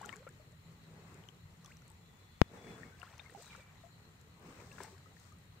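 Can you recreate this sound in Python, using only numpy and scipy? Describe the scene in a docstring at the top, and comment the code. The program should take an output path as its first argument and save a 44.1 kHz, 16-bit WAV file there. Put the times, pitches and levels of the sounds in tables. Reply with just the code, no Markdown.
"""Kayak on a calm wooded river

The hull glides. Each paddle stroke swishes, then the lifted blade sheds drips that tick and bubble;
once it slaps the surface. Far rumble, insects and thin bird whistles fill the air.
One drop strikes the left microphone port with a loud pop."""
import sys
import numpy as np
from scipy import signal
from scipy.fft import rfft, irfft, next_fast_len
from scipy.io import wavfile
from scipy.ndimage import uniform_filter1d, map_coordinates

SR = 44100
rng = np.random.default_rng(int(sys.argv[2]) if len(sys.argv) > 2 else 0)


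def log_audio(samples):
    """Write samples as a 16-bit WAV file to the path given in sys.argv[1]."""
    # one column per channel
    frames = np.atleast_2d(samples).T
    # limit to full scale, then quantise
    limited = np.clip(frames, -1, 1)
    pcm = np.round(limited * 32767).astype(np.int16)
    wavfile.write(sys.argv[1], SR, pcm)


N = 246953

# blade pulls: t at full strength/s, hold/s, swish/dB
PULLS = [(0.975, 0.25, -60.5), (2.57, 0.26, -55), (4.488, .13, -54)]
# water off the lifted blade: t at full strength/s, hold/s, swish/dB, spray/dB, hiss/dB
RUNOFF = [(0, 0.098, -58.5, -64.5, -67), (1.654, 0.054, -87, -74.5, -73), (3.027, 0.23, -72.5, -67.5, -72),
          (3.41, 0.025, -74, -67, -61.5), (3.484, 0.095, -77, -67, -72), (4.66, 0.064, -66, -74, -66.5),
          (4.817, 0.018, -58, -64, -60), (3.697, 0.13, -85, -75, -83), (4.05, 0.067, -71, -83, -82),
          (5.202, 0.026, -69, -78.5, -67.5)]
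# swish spectrum: f/Hz, relative density/dB
SWISH_SPECTRUM = [(90, -16), (170, 7.5), (330, 0.5), (440, 3), (620, -3.5), (850, -2.5), (2000, -8.5),
                  (2700, -13.5), (3300, -26.5), (6500, -25), (8500, -25.5), (10000, -42.5), (15500, -36)]
# swish width: f/Hz, L-R correlation
SWISH_CORR = [(60, 0.91), (380, 1), (2380, -0.25), (15000, -0.0025)]
# swish position: f/Hz, pan/dB (pan is left minus right throughout)
SWISH_PAN = [(60, -18), (180, 1.5), (550, 0), (1650, 8.5), (4970, 6), (15000, 6)]
# drip bubbles: t/s, level/dB, f/Hz, life/cycles
BUBBLES = [(0.013, -47.5, 840, 38), (.028, -47.5, 1074, 61), (0.031, -51.5, 1570, 57),
           (.045, -57, 1370, 55), (.052, -57, 834, 86), (.06, -53, 407, 25), (.070, -49.5, 828, 66),
           (0.092, -44, 1820, 25), (.092, -44, 2870, 20), (.126, -54.5, 1066, 85), (.128, -46, 2150, 81),
           (.137, -52, 1750, 31), (.157, -54, 1520, 30), (.229, -54, 1980, 11), (0.267, -47.5, 505, 17),
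           (.276, -53, 2090, 14), (.398, -60.5, 604, 68), (.527, -61, 588, 30), (1.238, -57, 2900, 16),
           (1.2875, -49.5, 3010, 43), (1.647, -58.5, 1140, 50), (1.659, -56.5, 3340, 68),
           (1.678, -57.5, 1100, 33), (1.819, -63, 1340, 24), (1.905, -62.5, 870, 74),
           (2.832, -48.5, 1810, 52), (2.845, -62, 2150, 570), (2.92, -67.5, 1510, 480),
           (3.017, -48.5, 2700, 30), (3.03, -51, 1080, 82), (3.03, -47, 1370, 27), (3.195, -47.5, 2400, 19),
           (3.198, -54.5, 3590, 130), (3.26, -59, 2090, 93), (3.297, -54, 1790, 24), (3.348, -46, 780, 48),
           (3.375, -54, 669, 83), (3.53, -64, 1190, 17), (3.55, -53, 1340, 28), (3.578, -63.5, 510, 38),
           (3.837, -56, 665, 82), (4.6, -53, 2300, 20), (4.716, -51, 2620, 56), (4.72, -65, 1660, 320),
           (4.783, -51.5, 1430, 8.2), (4.804, -41, 940, 19), (4.803, -49, 1660, 24), (4.805, -46, 387, 18),
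           (4.839, -56, 843, 165), (4.927, -54.5, 378, 40), (4.979, -61, 1590, 20), (5.058, -67, 1245, 110),
           (5.167, -58, 1780, 42), (5.32, -60.5, 1210, 100)]
# droplet ticks: t/s, level/dB, f/Hz
TICKS = [(0.017, -51, 7350), (0.0535, -48.5, 6000), (0.0598, -41.5, 7100), (0.092, -49.5, 7900),
         (.127, -51.5, 6260), (.16, -46.5, 7300), (0.1664, -48, 6980), (.2908, -51.5, 7600),
         (0.521, -60, 7260), (1.1438, -55, 7200), (1.287, -54, 6040), (1.6466, -50, 5860),
         (1.6605, -49, 5960), (1.7694, -52, 5960), (1.82, -57.5, 5860), (1.88, -52.5, 8100),
         (1.9014, -53, 8100), (1.9165, -52.5, 8040), (2.999, -53, 4900), (3.029, -55, 7700),
         (3.181, -51.5, 6040), (3.3058, -54, 8230), (3.34, -56, 7200), (3.4236, -47, 7700),
         (3.4593, -49.5, 6950), (3.479, -56, 8250), (3.5627, -57, 6940), (3.755, -65, 6200),
         (3.86, -60, 7400), (4.2134, -54.5, 7160), (4.729, -55, 6050), (4.833, -46.5, 5300),
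         (4.836, -42, 7860), (4.9818, -56.5, 5130), (5.199, -53, 6500), (5.324, -57.5, 6770)]
# resizing cavities: t/s, length/s, first f/Hz, last f/Hz, level/dB, crest/fraction of length
GLUGS = [(.13, .11, 400, 640, -60, .6), (.266, .036, 1320, 2000, -56, .2),
         (1.685, .04, 1150, 3000, -55, .85), (2.99, .09, 700, 790, -65, .4),
         (3.04, .06, 1000, 2900, -62, .4), (3.293, .05, 430, 560, -60, .5),
         (3.366, .055, 390, 720, -55, .45), (3.49, .07, 2500, 1500, -59.5, .65)]
# blade slap: t/s, peak/dB, t60/s
SLAP = (4.8032, -46, 0.31)
# jet off the blade: t/s, length/s, first f/Hz, last f/Hz, width/Hz, level/dB
SQUIRT = (3.38, .3, 5500, 2300, 900, -66)
# pressure step at the port: level/dB, low cut/Hz, Q
POP_STEP = (-.2, 104, .68)
# colour of the step's steep but finite rise: f/Hz, gain/dB
POP_EDGE = [(250, 0), (1900, 1.3), (3500, -3.5), (5800, -5), (8600, -19), (12000, -13)]
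# bird notes: t/s, length/s, entry f/Hz, held f/Hz, level/dB, fade/(dB/s), blur/rad
WHISTLES = [(2.0, .53, 3430, 3450, -78, -6, .6), (2.56, .22, 3440, 3422, -69.5, -25, .5),
            (2.78, .2, 3422, 3420, -78, 0, .6), (3.385, .23, 5800, 3885, -64.5, 35, 1.1),
            (3.48, .25, 2500, 2335, -60, 45, 1.5)]
# insect bands: f/Hz, half width/Hz, level/dB, pan/dB, swell/dB
INSECT_BANDS = [(1937, 144, -78.5, 3.5, 1.5), (4090, 440, -76, 0.5, 1), (7110, 380, -84.5, 9, 2.5)]
# chorus swell: period/s, first crest/s
INSECT_SWELL = (1.56, .6)
# highest insect band: t/s, added level/dB
SHRILL_BOOST = [(0, 3), (.45, 1), (.85, 1.5), (1.2, 5), (2.8, 1), (3.65, 2.5), (4.1, 4), (5.1, 3),
                (5.6, -4)]
# far rumble: f/Hz, relative density/dB
RUMBLE_SPECTRUM = [(13, -56), (22, -28), (38, -11.5), (62, -5), (91, 3.5), (167, -4.5), (200, -13),
                   (400, -33.5), (520, -46), (880, -120)]
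# low drone: t/s, level/dB
DRONE_LEVEL = [(0, -67), (.8, -63.5), (1.5, -63), (1.9, -69), (2.75, -73.5), (3.6, -72.5), (4.5, -63.5),
               (5.6, -70)]
# hush of the air: f/Hz, relative density/dB
AIR_SPECTRUM = [(150, -5.5), (250, -4), (719, -13.5), (1270, -3.5), (1680, -25), (2000, -8), (3420, -9),
                (4140, -35), (5360, -28), (7200, -27), (10500, -21.5), (14600, -18.5), (15700, -29)]
# air width: f/Hz, L-R correlation
AIR_CORR = [(60, 1), (380, -0.96), (2380, -0.32), (15000, -0.07)]
# air position: f/Hz, pan/dB
AIR_PAN = [(60, 11.5), (380, 0.5), (2380, 2.5), (15000, -2)]

PULL_RISE_DB_S, PULL_FALL_DB_S = 101, 138
RUNOFF_RISE_DB_S, RUNOFF_FALL_DB_S = 153, 87
SWISH, SPRAY, HISS = range(3)  # water layers
PULL_OFFSET_DB, GLIDE_DB = (0, -20.5, -13), (-68, -82, -75)  # per layer
SPLAT_DB, SPLAT_LOSS_DB = -7.5, 7  # re a 20-cycle bubble; loss per doubling of life
DRIP_PAN_DB, DRIP_PAN_DB_OCT, DRIP_PAN_SPREAD_DB = 7.5, 7, 10  # pan at 1 kHz, tilt, scatter
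WHISTLE_SETTLE_S, WHISTLE_EDGE_S, OFF_NOTE_DB_OCT = .016, .02, 30
RUMBLE_DB, AIR_DB = -61.5, -70
POP_S, TOP_HZ = 2.41655, 15700


def strokes(split_hz=3400):
    """A grainy swish swells with each pull; running water hisses above it."""
    colour = lambda hz: amp(along(SWISH_SPECTRUM, hz))
    body = rush(lambda hz: colour(hz) * (hz < split_hz), SWISH_CORR, SWISH_PAN, patch_db=2, grain_db=1.5)
    hiss = rush(lambda hz: colour(hz) * (hz >= split_hz), SWISH_CORR, SWISH_PAN,
                patch_db=.6, grain_db=1.5)
    flutter = amp(1.1 * wobble(18))
    return flutter * (flow(SWISH) * body + flow(HISS) * hiss)


def flow(layer):
    """Gain of one water layer: hull glide, pulls and runoff, summed in power."""
    t_s, hold_s, db = np.transpose(PULLS)
    pulls = swell_power(t_s, hold_s, db + PULL_OFFSET_DB[layer], PULL_RISE_DB_S, PULL_FALL_DB_S)
    t_s, hold_s, *layer_db = np.transpose(RUNOFF)
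    runoff = swell_power(t_s, hold_s, layer_db[layer], RUNOFF_RISE_DB_S, RUNOFF_FALL_DB_S)
    return np.sqrt(amp(GLIDE_DB[layer]) ** 2 + pulls + runoff)


def drips():
    """Larger drops: a noisy splat and a ringing bubble of rising pitch."""
    t_s, db, hz, cycles = np.transpose(BUBBLES)
    pan_db = rng.normal(DRIP_PAN_DB + DRIP_PAN_DB_OCT * np.log2(hz / 1000), DRIP_PAN_SPREAD_DB)
    rings = pings(hz, cycles, rise_oct=.22, attack_cycles=.9, size=SR // 10)
    bubbles = scatter(t_s, rings, db, pan_db) * amp(2.6 * wobble(200))
    impacts = splats(len(t_s), lo_hz=450, hi_hz=2100, t60_s=.05)
    splat_db = db + SPLAT_DB - SPLAT_LOSS_DB * np.log2(cycles / 20)
    return bubbles + scatter(t_s, impacts, splat_db, pan_db)


def ticks():
    """Small drops: a bright ping and a click of noise."""
    t_s, db, hz = np.transpose(TICKS)
    pan_db = rng.normal(10, 3, len(t_s))
    rings = pings(hz, np.full(len(t_s), 25), rise_oct=.034, attack_cycles=1, size=SR // 50)
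    clicks = splats(len(t_s), lo_hz=3000, hi_hz=13000, t60_s=.01)
    return scatter(t_s, rings, db, pan_db) + scatter(t_s, clicks, db - 5, pan_db)


def glugs():
    """A cavity shrinks or widens ever faster, so its pitch curls away; its walls tremble."""
    out = np.zeros((2, N))
    tremble = amp(4.5 * wobble(250))
    for t_s, length_s, first_hz, last_hz, db, crest in GLUGS:
        progress = np.linspace(0, 1, int(length_s * SR))
        hz = first_hz * (last_hz / first_hz) ** (progress ** 2.2)
        skew = np.log(.5) / np.log(crest)
        envelope = np.abs(np.sin(np.pi * progress ** skew)) ** .5
        start = round(t_s * SR)
        out[:, start:start + len(hz)] += amp(db) * envelope * np.sin(phase(hz))
    return out * tremble


def spray(count=7000):
    """A dense patter of tiny drops, a few larger than the rest."""
    when, size_rank = rng.random((count, 2)).T
    pitch, life, side = rng.standard_normal((count, 3)).T
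    hz = np.clip(1850 * np.exp(.52 * pitch), 550, 9000)
    flow_db = 20 * np.log10(flow(SPRAY))[(when * (N - 1)).astype(int)]
    db = flow_db - 1.5 * np.log(1 - size_rank)
    drops = pings(hz, 20 * np.exp(.4 * life), rise_oct=.3, attack_cycles=1.1, size=SR // 90)
    return scatter(when * N / SR, drops, db, pan_db=5 + 4 * side)


def slap():
    """The blade smacks the surface and the splash dies away."""
    t_s, db, t60_s = SLAP
    smack = splats(1, lo_hz=352, hi_hz=2060, t60_s=t60_s)
    return scatter(np.array([t_s]), smack, np.array([db]), pan_db=np.array([6.5]))


def squirt():
    """A band of hiss slides down as the jet off the blade thins."""
    t_s, length_s, first_hz, last_hz, width_hz, db = SQUIRT
    progress = np.clip((np.arange(N) / SR - t_s) / length_s, 0, 1)
    centre_hz = last_hz + (first_hz - last_hz) * (1 - progress) ** 2
    envelope = np.abs(np.sin(np.pi * progress ** .5))
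    fuzz = np.array([wobble(width_hz), wobble(width_hz)])
    return amp(db) * envelope * fuzz * np.sin(phase(centre_hz))


def stray_ticks(count=90):
    """Faint droplets at random, louder where more water runs."""
    when, pitch, size_rank, side = rng.random((count, 4)).T
    hiss_db = 20 * np.log10(flow(HISS))[(when * (N - 1)).astype(int)]
    db = hiss_db + 1 - 2 * np.log(1 - size_rank)
    rings = pings(4500 + 4500 * pitch, np.full(count, 25), rise_oct=.05, attack_cycles=.6, size=SR // 50)
    return scatter(when * N / SR, rings, db, pan_db=16 * side)


def port_pop():
    """A drop seals the left port: a pressure step that the port's low cut swings back."""
    db, cut_hz, q = POP_STEP
    def response(hz):
        jw, w0 = 2j * np.pi * hz, 2 * np.pi * cut_hz
        highpassed_step = jw / (jw ** 2 + jw * w0 / q + w0 ** 2)
        delay = np.exp(-jw * POP_S)
        return SR * amp(db + along(POP_EDGE, hz)) * highpassed_step * delay
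    return filtered(signal.unit_impulse(N), response) * [[1], [0]]


def birds():
    """Thin far whistles settle on a held note, blurred by the trees."""
    out = np.zeros((2, N))
    blur = np.array([wobble(60) for _ in range(4)])
    for t_s, length_s, entry_hz, held_hz, db, fade_db_s, blur_rad in WHISTLES:
        t = np.arange(int(length_s * SR)) / SR
        start = round(t_s * SR)
        span = slice(start, start + len(t))
        gate = np.clip(np.minimum(t, length_s - t) / WHISTLE_EDGE_S, 0, 1)
        hz = held_hz + (entry_hz - held_hz) * np.exp(-t / WHISTLE_SETTLE_S)
        level_blur, phase_blur = np.split(blur_rad * blur[:, span], 2)
        off_note_db = OFF_NOTE_DB_OCT * np.abs(np.log2(hz / held_hz))
        level_db = db - fade_db_s * t - off_note_db + 3 * level_blur
        out[:, span] += gate * amp(level_db) * np.sin(phase(hz) + phase_blur)
    return out


def insects():
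    """Narrow noise bands of insect song that swell together."""
    period_s, crest_s = INSECT_SWELL
    swell = np.cos(2 * np.pi * (np.arange(N) / SR - crest_s) / period_s)
    out = np.zeros((2, N))
    for centre_hz, half_hz, db, pan_db, swell_db in INSECT_BANDS:
        band = lambda hz: np.exp(-((hz - centre_hz) / half_hz) ** 4)
        song = rush(band, [(centre_hz, 0)], [(centre_hz, pan_db)], patch_db=3, grain_db=1)
        shrill_db = (centre_hz > 5000) * curve(SHRILL_BOOST)
        out += amp(db + swell_db * swell + shrill_db) * song
    return out


def rumble():
    """Far rumble with a narrow drone at 160 Hz."""
    corr = [(60, 1), (300, .91)]
    low = rush(lambda hz: amp(along(RUMBLE_SPECTRUM, hz)), corr, [(60, .34)], patch_db=.5, grain_db=3)
    drone = rush(lambda hz: 1 / (1 + ((hz - 160) / 20) ** 2), corr, [(60, .24)], patch_db=-2, grain_db=0)
    return amp(RUMBLE_DB) * low + amp(curve(DRONE_LEVEL)) * drone


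def air():
    """A steady, wide hush."""
    hush = rush(lambda hz: amp(along(AIR_SPECTRUM, hz)), AIR_CORR, AIR_PAN, patch_db=.8, grain_db=.8)
    return amp(AIR_DB) * hush


def rush(gain, corr, pan, patch_db, grain_db):
    """Stereo noise of rms 1, patchy in time and pitch, grainy at millisecond scale."""
    grains = rng.standard_normal((2, N)) * amp(grain_db * wobble(600))
    spectra = signal.stft(grains, nperseg=512)[2]
    patches = uniform_filter1d(rng.standard_normal(spectra.shape[1:]), size=6, axis=0)
    patches = uniform_filter1d(patches, size=10, axis=1)
    pair = signal.istft(spectra * amp(patch_db * unit(patches)), nperseg=512)[1][:, :N]
    angle = lambda hz: np.arccos(np.clip(along(corr, hz), -1, 1)) / 2
    mid, side = filtered(pair, lambda hz: gain(hz) * [np.cos(angle(hz)), np.sin(angle(hz))])
    return unit(filtered(np.array([mid + side, mid - side]), lambda hz: sides(along(pan, hz))))


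def pings(hz, cycles, rise_oct, attack_cycles, size):
    """Damped sines that climb in pitch as they fall 60 dB in cycles / hz seconds."""
    hz, cycles = hz[:, None], cycles[:, None]
    age = np.arange(size) / SR * hz / cycles
    rising_hz = np.minimum(hz * 2 ** (rise_oct * np.minimum(age, 1)), SR / 3)
    attack = 1 - np.exp(-age * cycles / attack_cycles)
    return np.sin(phase(rising_hz)) * amp(-60 * age) * attack


def splats(count, lo_hz, hi_hz, t60_s):
    """Puffs of band noise with a sudden start."""
    t = np.arange(SR // 12) / SR
    band = signal.butter(3, [lo_hz, hi_hz], "bandpass", fs=SR, output="sos")
    return signal.sosfilt(band, rng.standard_normal((count, len(t))) * amp(-60 * t / t60_s))


def scatter(t_s, waves, db, pan_db):
    """Short waves, peak-normalised, then scaled, panned and placed in time."""
    waves = waves / np.abs(waves).max(axis=1, keepdims=True)
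    index = np.round(t_s * SR).astype(int)[:, None] + np.arange(waves.shape[1])
    channels = [waves * gain[:, None] for gain in amp(db) * sides(pan_db)]
    return np.array([np.bincount(index.ravel(), x.ravel(), N + SR)[:N] for x in channels])


def swell_power(t_s, hold_s, db, rise_db_s, fall_db_s):
    """Summed power of events that rise, hold and fall linearly in dB."""
    grid = np.arange(0, N, 32)
    age_s = grid / SR - t_s[:, None]
    loss_db = rise_db_s * np.maximum(-age_s, 0) + fall_db_s * np.maximum(age_s - hold_s[:, None], 0)
    power = np.sum(amp(db[:, None] - loss_db) ** 2, axis=0)
    return np.interp(np.arange(N), grid, power)


def amp(db):
    """dB to gain."""
    return 10 ** (np.asarray(db) / 20)


def unit(x):
    """Scaled to rms 1."""
    return x / np.sqrt(np.mean(x ** 2) + 1e-20)


def sides(pan_db):
    """Left and right gains."""
    return amp([pan_db / 2, -pan_db / 2])


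def phase(hz):
    """Running phase in rad."""
    return 2 * np.pi * np.cumsum(hz, axis=-1) / SR


def along(points, hz):
    """(f/Hz, value) points read on a log axis."""
    knots_hz, values = np.transpose(points)
    return np.interp(np.log(hz + 1), np.log(knots_hz + 1), values)


def curve(points):
    """(t/s, value) points read at each sample."""
    return np.interp(np.arange(N) / SR, *np.transpose(points))


def wobble(rate_hz):
    """Smooth random curve with knots at rate_hz."""
    knots = rng.standard_normal(int(N * rate_hz / SR) + 4)
    return map_coordinates(knots, [np.arange(N) * rate_hz / SR])


def filtered(x, response):
    """x through a complex frequency response."""
    size = next_fast_len(N + SR // 2)
    return irfft(rfft(x, size) * response(np.fft.rfftfreq(size, 1 / SR)), size)[..., :N]


def scene():
    """All sources, in stereo."""
    water = strokes() + drips() + ticks() + glugs() + spray() + slap() + squirt() + stray_ticks()
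    return water + port_pop() + birds() + rumble() + air() + insects()


def record(dry):
    """Brick-wall low-pass."""
    return filtered(dry, lambda hz: hz < TOP_HZ)


dry = scene()
out = record(dry)
log_audio(out)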